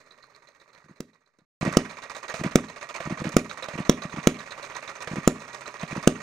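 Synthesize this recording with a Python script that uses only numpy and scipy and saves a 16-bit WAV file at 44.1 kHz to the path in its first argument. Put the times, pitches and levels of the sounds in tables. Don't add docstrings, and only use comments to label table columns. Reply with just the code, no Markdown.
import sys
import numpy as np
from scipy import signal
from scipy.fft import rfft, irfft, next_fast_len
from scipy.io import wavfile
from scipy.ndimage import uniform_filter1d

SR = 44100
rng = np.random.default_rng(int(sys.argv[2]) if len(sys.argv) > 2 else 0)


def ratio_of_db(decibels):
    return 10 ** (np.asarray(decibels, float) / 20)


def put_to_file(sound):
    columns = np.atleast_2d(sound).T
    safe = np.clip(columns, -1, 1)
    whole_steps = np.round(safe * 32767)
    wavfile.write(sys.argv[1], SR, whole_steps.astype(np.int16))


N = 274302

# start in seconds, peak in dB, crack in dB re peak, crack pitch in Hz.
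FIRINGS = [
    (1.0044, -20, -3.5, 4800),
    (1.77, 1.1, -6.5, 5650),
    (2.5566, 2, -7.5, 6200),
    (3.3665, 1, -5.5, 6270),
    (3.8952, 1.5, -7, 5350),
    (4.2717, 1.5, -7, 6260),
    (5.2759, 1.2, -5.5, 4800),
    (6.0743, 3, -7.5, 6840),
]
# start in seconds (valve snaps open), then lift, snap and flutter peaks in dB.
SUCTIONS = [
    (0.8615, -51, -47.5, -41),
    (1.6292, -24, -12, -14),
    (2.4135, -29, -17, -16),
    (3.0741, -28.5, -18.5, -19),
    (3.2194, -28.5, -17, -18.5),
    (3.7555, -31, -22.5, -19.5),
    (4.1416, -39, -23.5, -23.5),
    (5.1355, -54, -19.5, -20),
    (5.929, -33, -20, -21),
]
# start in seconds, knock peak in dB, drag in dB re running level.
LATCHES = [
    (0.777, -42, -1.5),
    (2.340, -18.5, 2.5),
    (3.003, -19.5, 0),
    (3.684, -21, 0),
    (4.096, -32, -9.5),
    (5.073, -16.5, 0),
    (5.829, -20, -13.5),
    (5.878, -47, -3.5),
]
# from, to in seconds.
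GAP_S = (1.45, 1.6105)
SCATTER_DB = 1
LEFT_RIGHT = np.array([[1], [-1]])


def colour(x, table):
    hz, db = np.transpose(table)
    size = next_fast_len(x.shape[-1])
    log_hz = np.log(np.arange(size // 2 + 1) * SR / size + 1)
    gain = ratio_of_db(np.interp(log_hz, np.log(hz), db))
    return irfft(rfft(x, size) * gain, size)[..., :x.shape[-1]]


def unit(x):
    return x / np.sqrt(np.mean(x ** 2))


def band(x, hz, width):
    return signal.lfilter(*signal.iirpeak(hz, hz / width, SR), x)


def add(out, s, sound):
    i = max(int(s * SR), 0)
    out[..., i:i + sound.shape[-1]] += sound[..., :max(N - i, 0)]


def fade(t, t60):
    return ratio_of_db(-60 * t / t60)


def turns():
    edges_s = (-0.012, 1.52, 6.33)
    turn_s, slowing_s = 0.127, 0.003
    sucks = [row[0] for row in SUCTIONS]
    marks = sorted(sucks + [row[0] for row in FIRINGS] + list(edges_s))
    out = []
    for a, b in zip(marks, marks[1:]):
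        n = max(round((b - a) / turn_s), 1)
        lengths = (b - a) / n + slowing_s * (np.arange(n) - (n - 1) / 2)
        starts = a + np.cumsum(lengths) - lengths
        kinds = ["intake" if a in sucks else "fire"] + ["coast"] * (n - 1)
        if n > 1 and b in sucks:
            kinds[-1] = "latch"
        out += zip(starts, lengths, kinds)
    return [turn for turn in out if not GAP_S[0] < turn[0] < GAP_S[1]]


def strokes():
    rubs = {"fire": [(0.12, 38, 2, -4, 0.3), (0.62, 33.6, 1, -8, 0.5)],
            "coast": [(0.012, 58, 0.8, -6, 0.48), (0.14, 6.6, -2, -5, 0.38), (0.615, 49, 0.5, -7.5, 0.23)],
            "latch": [(0.015, 48, 4.5, -7.5, 0.69), (0.15, 5, -7.5, 6, 0)],
            "intake": [(-0.145, 36, -1, -8, 0.4), (0.155, 85, 3, -11, 0.2), (0.68, 42, 1, -6, 0.48)]}
    # time in seconds, stroke level in dB.
    running_level = [(0, -55.5), (0.45, -56.5), (0.8, -58.5), (0.95, -62), (1.2, -69), (1.45, -74),
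                     (1.6, -34), (1.9, -44), (2.2, -38), (2.7, -42.5), (3.0, -39), (3.5, -40.5),
                     (4.0, -40.5), (4.4, -43.5), (4.8, -38.5), (5.4, -44), (5.65, -39), (6.22, -43.5)]
    rows = [(s + at * length, *rest) for s, length, kind in turns() for at, *rest in rubs[kind]]
    rows += [(s, 86, drag_db, -5.5, 0.35) for s, _, drag_db in LATCHES]
    rows = np.array(rows)
    rows[:, 2] += np.interp(rows[:, 0], *np.transpose(running_level))
    rows[:, 2:4] += SCATTER_DB * rng.standard_normal((len(rows), 2))
    return rows


def gritty(rate, spread_db):
    k = int(SR / rate)
    size_db = spread_db * np.minimum(rng.exponential(size=N // k + 1), 3)
    mid, side = rng.standard_normal((2, N))
    level = uniform_filter1d(np.repeat(ratio_of_db(size_db), k)[:N], k)
    return level * (mid + 0.39 * side * LEFT_RIGHT)


def metal(modes, rate, spread_db, broad_db, edge, kind):
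    # frequency in Hz, density in dB per Hz.
    rub_spectrum = [(150, -22.5), (250, -17.5), (590, -18), (900, -9), (1170, -4.5), (1500, -8), (1910, -7),
                    (2600, -9.5), (3050, -17), (5100, -13.5), (6500, -15), (9200, -25), (12100, -32),
                    (14900, -33), (16000, -36)]
    rings = 0
    for hz, width, db in modes:
        ring = band(band(gritty(rate, spread_db), hz, width), hz, 3 * width)
        rings = rings + ratio_of_db(db) * unit(ring)
    split = signal.butter(4, edge, kind, fs=SR, output="sos")
    broad = signal.sosfilt(split, colour(gritty(700, 3.7), rub_spectrum))
    return unit(unit(rings) + ratio_of_db(broad_db) * unit(broad))


def slack():
    out, t = np.zeros(N), np.arange(int(0.012 * SR)) / SR
    clicks_per_s = 70
    for at, size, pitch in rng.random((int(clicks_per_s * N / SR), 3)):
        hz = 900 * 10 ** pitch
        hit = rng.standard_normal(len(t)) * fade(t, 0.01)
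        click = band(band(hit, hz, 0.35 * hz), hz, 0.55 * hz)
        add(out, at * N / SR, ratio_of_db(-12 * size - 17 * pitch) * unit(click))
    return unit(out)


def clatter():
    # time in seconds, level in dB.
    whirr_level = [(0, -57), (.9, -63.5), (1.202, -71), (1.451, -77), (1.6, -36), (2.0, -48), (3.202, -47),
                   (4.598, -44.5), (6.22, -44.5)]
    # frequency in Hz, width in Hz, level in dB.
    frame_modes = [(440, 140, -9), (592, 120, 0), (978, 45, -5.5), (1169, 104, 2), (1610, 110, -31),
                   (1885, 59, 1), (2317, 344, 1.5)]
    # frequency in Hz, width in Hz, level in dB.
    linkage_modes = [(3670, 190, 6), (4180, 170, 6), (6213, 86, 6.5), (6494, 100, 6.5), (7670, 190, -0.5),
                     (8900, 500, -5)]
    # frequency in Hz, density in dB per Hz.
    box_spectrum = [(15, -48), (25, -46), (81, -28.5), (134, 5.5), (221, -17), (249, 0.5), (365, -21),
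                    (400, 6.5), (520, -9), (880, -120)]
    low, high = np.zeros((2, N))
    for s, ms, db, treble_db, place in strokes():
        u = np.arange(int(ms * SR / 1000 * 2.4)) / (ms * SR / 1000)
        swell = 0.5 + np.exp(-((u - place) / 0.52) ** 2)
        shape = swell * ratio_of_db(-9 * u ** 2) * np.minimum(u / 0.004, 1)
        shape /= np.sqrt(np.mean(shape[u < 1] ** 2))
        bearing_click = 0.8 * fade(u * ms, 22.0)
        add(low, s, ratio_of_db(db) * shape)
        add(high, s, ratio_of_db(db + treble_db) * shape * (ratio_of_db(-3 * u) + bearing_click))
    whirr = ratio_of_db(np.interp(np.arange(N) / SR, *np.transpose(whirr_level)))
    frame = metal(frame_modes, 130, 3.14, -0.71, 2420, "low")
    linkage = metal(linkage_modes, 160, 3.5, 2.5, 2900, "high")
    box = unit(colour(rng.standard_normal(N), box_spectrum))
    out = ratio_of_db(2.5) * np.hypot(low, ratio_of_db(-1.0) * whirr) * frame
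    out = out + ratio_of_db(-0.5) * np.hypot(high, ratio_of_db(-8.5) * whirr) * linkage
    out = out + ratio_of_db(-12.5) * whirr * box
    return out + ratio_of_db(-8.5) * np.hypot(low, whirr) * slack()


def chirps():
    # time in seconds, chirp level in dB, chirp pitch in Hz.
    tappet = [(0.1, -44, 4070), (0.75, -53, 4020), (1.301, -62.5, 4000), (1.45, -61, 3900),
              (1.6, -33, 3900), (2.002, -41.5, 3880), (2.3, -37.5, 3940), (2.7, -39, 3800),
              (3.0, -55, 3850), (3.599, -27.5, 4007), (3.999, -32.5, 3900), (4.4, -35, 3850),
              (5.0, -36, 3900), (5.499, -52, 3890), (5.7, -33, 4000), (6.2, -55, 4270)]
    starts, suction = [], []
    for s, length, kind in turns():
        if kind != "fire":
            starts.append(s + (0.67 * length if kind == "intake" else 0.004))
            suction.append(kind == "intake")
    starts = np.array(starts + [row[0] + 0.0017 for row in LATCHES])
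    quieter = np.array(suction + [True] * len(LATCHES))
    at, db, hz = np.transpose(tappet)
    chance = rng.standard_normal((len(starts), 2))
    levels = np.interp(starts, at, db) - 8.5 * quieter + SCATTER_DB * chance[:, 0]
    return zip(starts, levels, np.interp(starts, at, hz) + 120 * chance[:, 1])


def ticks():
    # start in seconds, peak in dB, pitch in Hz, treble in dB re peak.
    knocks = [(1.387, -50, 446, -2), (1.6128, -26, 1200, -10), (1.651, -22, 353, -3), (2.367, -42, 1200, 2),
              (5.396, -42, 1200, 3), (1.726, -23.5, 1194, -1), (2.282, -48, 1350, -17),
              (2.298, -25, 607, -25), (2.437, -16, 561, -10), (2.685, -44, 1240, -22),
              (2.941, -33.5, 1170, -28), (3.241, -19.5, 538, -26.5), (3.291, -25.5, 409, 1),
              (3.624, -19.5, 580, -34), (3.643, -30, 600, -29), (3.779, -22, 526, -17),
              (4.019, -26.5, 592, -21), (4.576, -35, 1150, -23), (5.158, -22, 545, -13),
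              (5.657, -30, 1260, -27), (5.795, -42, 1130, -21), (6.027, -38, 1140, 9)]
    out, t = np.zeros(N), np.arange(int(0.068 * SR)) / SR
    for s, db, hz in chirps():
        ring = unit(band(rng.standard_normal(len(t)), hz, 300.0))
        ring = band(ring * fade(t, 0.051), hz, 900.0)
        ring = 0.5 * ring / np.abs(ring).max()
        add(out, s, ratio_of_db(db + 11.0) * ring)
        add(out, s + 0.019, ratio_of_db(db - 2.5) * ring)
    latch_knocks = [(s, db, 616, -26) for s, db, _ in LATCHES]
    for s, db, hz, treble_db in [*knocks, *latch_knocks]:
        hit = rng.standard_normal(len(t))
        body = unit(band(band(hit, 1440.0, 1600.0), 1440.0, 1600.0))
        rattle = unit(band(hit, hz, 140.0)) + 0.79 * body
        treble = unit(band(band(hit, 4700.0, 5000.0), 5200.0, 5000.0))
        knock = rattle * fade(t, 0.055) + ratio_of_db(treble_db) * treble * fade(t, 0.02)
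        add(out, s, ratio_of_db(db - 6.5) * knock)
    return out


def valve():
    # place in turns, pitch in Hz, sharpness (1 = sharp start).
    valve_steps = [
        (-0.098, 164, 0),
        (0, 238, 1.0),
        (0.248, 265, 0.05),
        (0.353, 212, 0),
    ]
    # start in seconds, peak in dB, pitch in Hz, sharpness (1 = sharp start).
    puffs = [(1.39, -53, 260, 0.0), (1.42, -55.5, 200.0, 0.043), (1.6527, -22, 400, 0.0),
             (1.691, -25, 315.0, 0.0), (1.7162, -25.5, 214.0, 0.13), (1.7369, -29, 244.0, 0.84),
             (3.2843, -27, 257.0, 0.0), (3.346, -27, 160.0, 0.0), (4.0545, -21.5, 208.0, 0.11),
             (5.116, -23, 198, 0.0), (5.836, -19.5, 198, 0.06)]
    lengths = [length for _, length, kind in turns() if kind == "intake"]
    steps = []
    for (s, *levels), length in zip(SUCTIONS, lengths):
        levels = levels + [levels[-1] + 2.9]
        for (at, hz, snap), db in zip(valve_steps, levels):
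            steps.append((s + at * length, db, hz, snap))
    thuds = [(s + 0.0025, db - 17, 153, 0.5) for s, db, _ in LATCHES]
    return [*puffs, *steps, *thuds]


def gulps():
    out, t = np.zeros(N), np.arange(-0.012 * SR, 0.014 * SR) / SR
    for s, db, hz, snap in valve():
        cycles = np.where(t < 0, 0.55 - 0.45 * snap, 0.8)
        shape = np.exp(-(t * hz / cycles) ** 2)
        suck = -np.cos(2 * np.pi * hz * (0.95 - 0.12 * snap) * t) * shape
        breath = unit(band(rng.standard_normal(len(t)), 590.0, 550.0)) * np.exp(-(t / 0.011) ** 2)
        add(out, s + t[0], ratio_of_db(db) * (ratio_of_db(-21.0) * breath + suck))
    return out


def pops():
    # frequency in Hz, level in dB, t60 in seconds.
    pipe_modes = [(216, -6.8, .041), (247, -12.6, .085), (162, -35, .4), (366, -30, .2), (458, -8.3, .035),
                  (581, -6.5, .031), (690, -15, .025)]
    # frequency in Hz, density in dB per Hz.
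    jet_spectrum = [(530, -55), (900, -11), (1500, -11), (2700, -9.5), (4520, -17), (6250, -9.5),
                    (9310, -22.5), (10400, -18), (11700, -24), (16000, -25)]
    out, t = np.zeros(N), np.arange(SR // 2) / SR
    ring = 0
    for hz, db, t60 in pipe_modes:
        phase = 2 * np.pi * hz * t - np.pi / 2 * (hz > 300)
        ring = ring + ratio_of_db(db) * fade(t, t60) * np.cos(phase)
    ring = -np.convolve(ring, np.hanning(int(0.00145 * SR)))[:len(t)]
    tip = np.maximum(t - 0.00055, 0)
    tip_ring = ratio_of_db(-11) * fade(tip, 0.016) * np.sin(2 * np.pi * 1280 * tip)
    ring = ring / np.abs(ring).max() - tip_ring
    late = np.maximum(t - 0.0013, 0)
    burst = (late > 0) * (fade(late, 0.01) + ratio_of_db(-15.5) * fade(late, 0.024))
    for s, db, crack_db, hz in FIRINGS:
        jet = unit(colour(rng.standard_normal(len(t)), jet_spectrum))
        jet = unit(jet + ratio_of_db(-21.0) * unit(band(jet, hz, 740.0)))
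        add(out, s - 0.0006, ratio_of_db(db + 1.5) * (ring + ratio_of_db(crack_db - 0.5) * jet * burst))
        leak = t[:int(0.005 * SR)]
        add(out, s - 0.005, ratio_of_db(db - 44.5) * jet[:len(leak)] * leak / 0.0012)
    return out


def walls(x):
    # echo delay in ms, level in dB.
    echoes = [(5.9, -10.5), (11.5, -24.5), (20.5, -32), (26.5, -25.5), (38.8, -32), (44.6, -34),
              (48.6, -29)]
    out = np.zeros(N)
    for ms, db in echoes:
        add(out, ms / 1000, ratio_of_db(db) * x)
    return signal.lfilter([0.25], [1, -0.75], out)


def hall(x):
    # frequency in Hz, t60 in seconds, level in dB.
    hall_bands = [(97, 0.58, -17.5), (200, 0.34, -19), (353, 0.34, -14.5), (600, 0.15, -16),
                  (880, 0.14, -19), (1530, 0.14, -46), (3330, 0.23, -16.5), (6800, 0.27, -25),
                  (10700, 0.25, -21)]
    t, tail = np.arange(int(0.45 * SR)) / SR, 0
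    for hz, t60, db in hall_bands:
        mid, side = (band(band(rng.standard_normal(len(t)), hz, hz * 0.81), hz, hz * 0.81) for _ in range(2))
        pair = mid + min(hz / 4000, 0.6) * side * LEFT_RIGHT
        decay = fade(t, t60) * np.clip((t - 0.006) / 0.0036, 0, 1)
        level = ratio_of_db(db) * np.sqrt(1.48 * hz / SR / np.sum((mid * decay) ** 2))
        tail = tail + level * pair * decay
    return signal.fftconvolve(x[None], tail, axes=1)[:, :N]


def ports(pair, left):
    # frequency in Hz, lead in radians.
    left_lead = [(60, -.15), (250, -0.21), (950, -0.54), (2200, -1.16), (2900, 1.2), (4300, 0.32),
                 (9000, 0.96), (13000, 0.98)]
    hz, rad = np.transpose(left_lead)
    size = next_fast_len(N)
    log_hz = np.log(np.arange(size // 2 + 1) * SR / size + 1)
    lead = np.interp(log_hz, np.log(hz), rad)
    shifted = irfft(rfft(colour(pair[0], left), size) * np.exp(1j * lead), size)[:N]
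    return np.array([shifted, pair[1]])


def scene():
    # frequency in Hz, level in dB.
    left_of_pipe = [(60, -1.0), (110, 0.5), (200, -0.5), (380, -1.0), (700, -2.5), (1290, -6.5),
                    (2380, -11.5), (4400, -6.0), (8120, -5.5), (15000, -9.0)]
    # frequency in Hz, level in dB.
    left_of_crank = [(60, 0.0), (110, -0.5), (200, 0.0), (380, -2.0), (700, -4.0), (1290, -8.0),
                     (2380, -13.5), (4400, -12.5), (8120, -9.5), (15000, -4.5)]
    # frequency in Hz, level in dB.
    housing = [(9000, -1.5), (11300, -8), (12150, -16), (12900, -6.5), (15000, -5)]
    # frequency in Hz, level in dB.
    first_view = [(250, 1.5), (440, 2), (700, -3.5), (2000, 0), (3100, -8.5), (4100, 2.5), (5200, -2.5),
                  (9000, -3), (14000, 2)]
    t = np.arange(N) / SR
    first = t < GAP_S[0]
    running, crank = clatter(), ticks()
    running = np.where(first, colour(running, first_view), running)
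    pipe = pops() + gulps()
    pipe = np.where(first, ratio_of_db(-1.0) * colour(pipe, first_view), pipe)
    blows = pipe + crank
    exhaust_end = ports(pipe + walls(blows) + hall(blows), left_of_pipe)
    crank_end = ports(crank + running, left_of_crank)
    return colour(exhaust_end + crank_end, housing) * (first | (t > GAP_S[1]))


def roll_off(x):
    return signal.sosfilt(signal.butter(12, 16430, fs=SR, output="sos"), x)


def record(dry):
    loud = np.clip(ratio_of_db(-0.5) * dry, -0.98, 0.98)
    top = signal.ellip(8, 0.2, 60, 16050, fs=SR, output="sos")
    loud = signal.sosfilt(top, loud)
    hz, _, cells = signal.stft(loud, SR, nperseg=1024)
    patch = uniform_filter1d(np.abs(cells), size=7, axis=1)
    chance = np.repeat(rng.standard_normal((65, cells.shape[2])), 8, axis=0)[:len(hz)]
    usual = np.sqrt(np.mean(patch ** 2, axis=1, keepdims=True))
    faint = (patch < ratio_of_db(3.0 * chance) * ratio_of_db(-36) * usual) & (hz[:, None] > 10500)
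    loud = signal.istft(cells * ~faint, SR, nperseg=1024)[1][:, :N]
    return roll_off(loud)


dry = scene()
out = record(dry)
put_to_file(out)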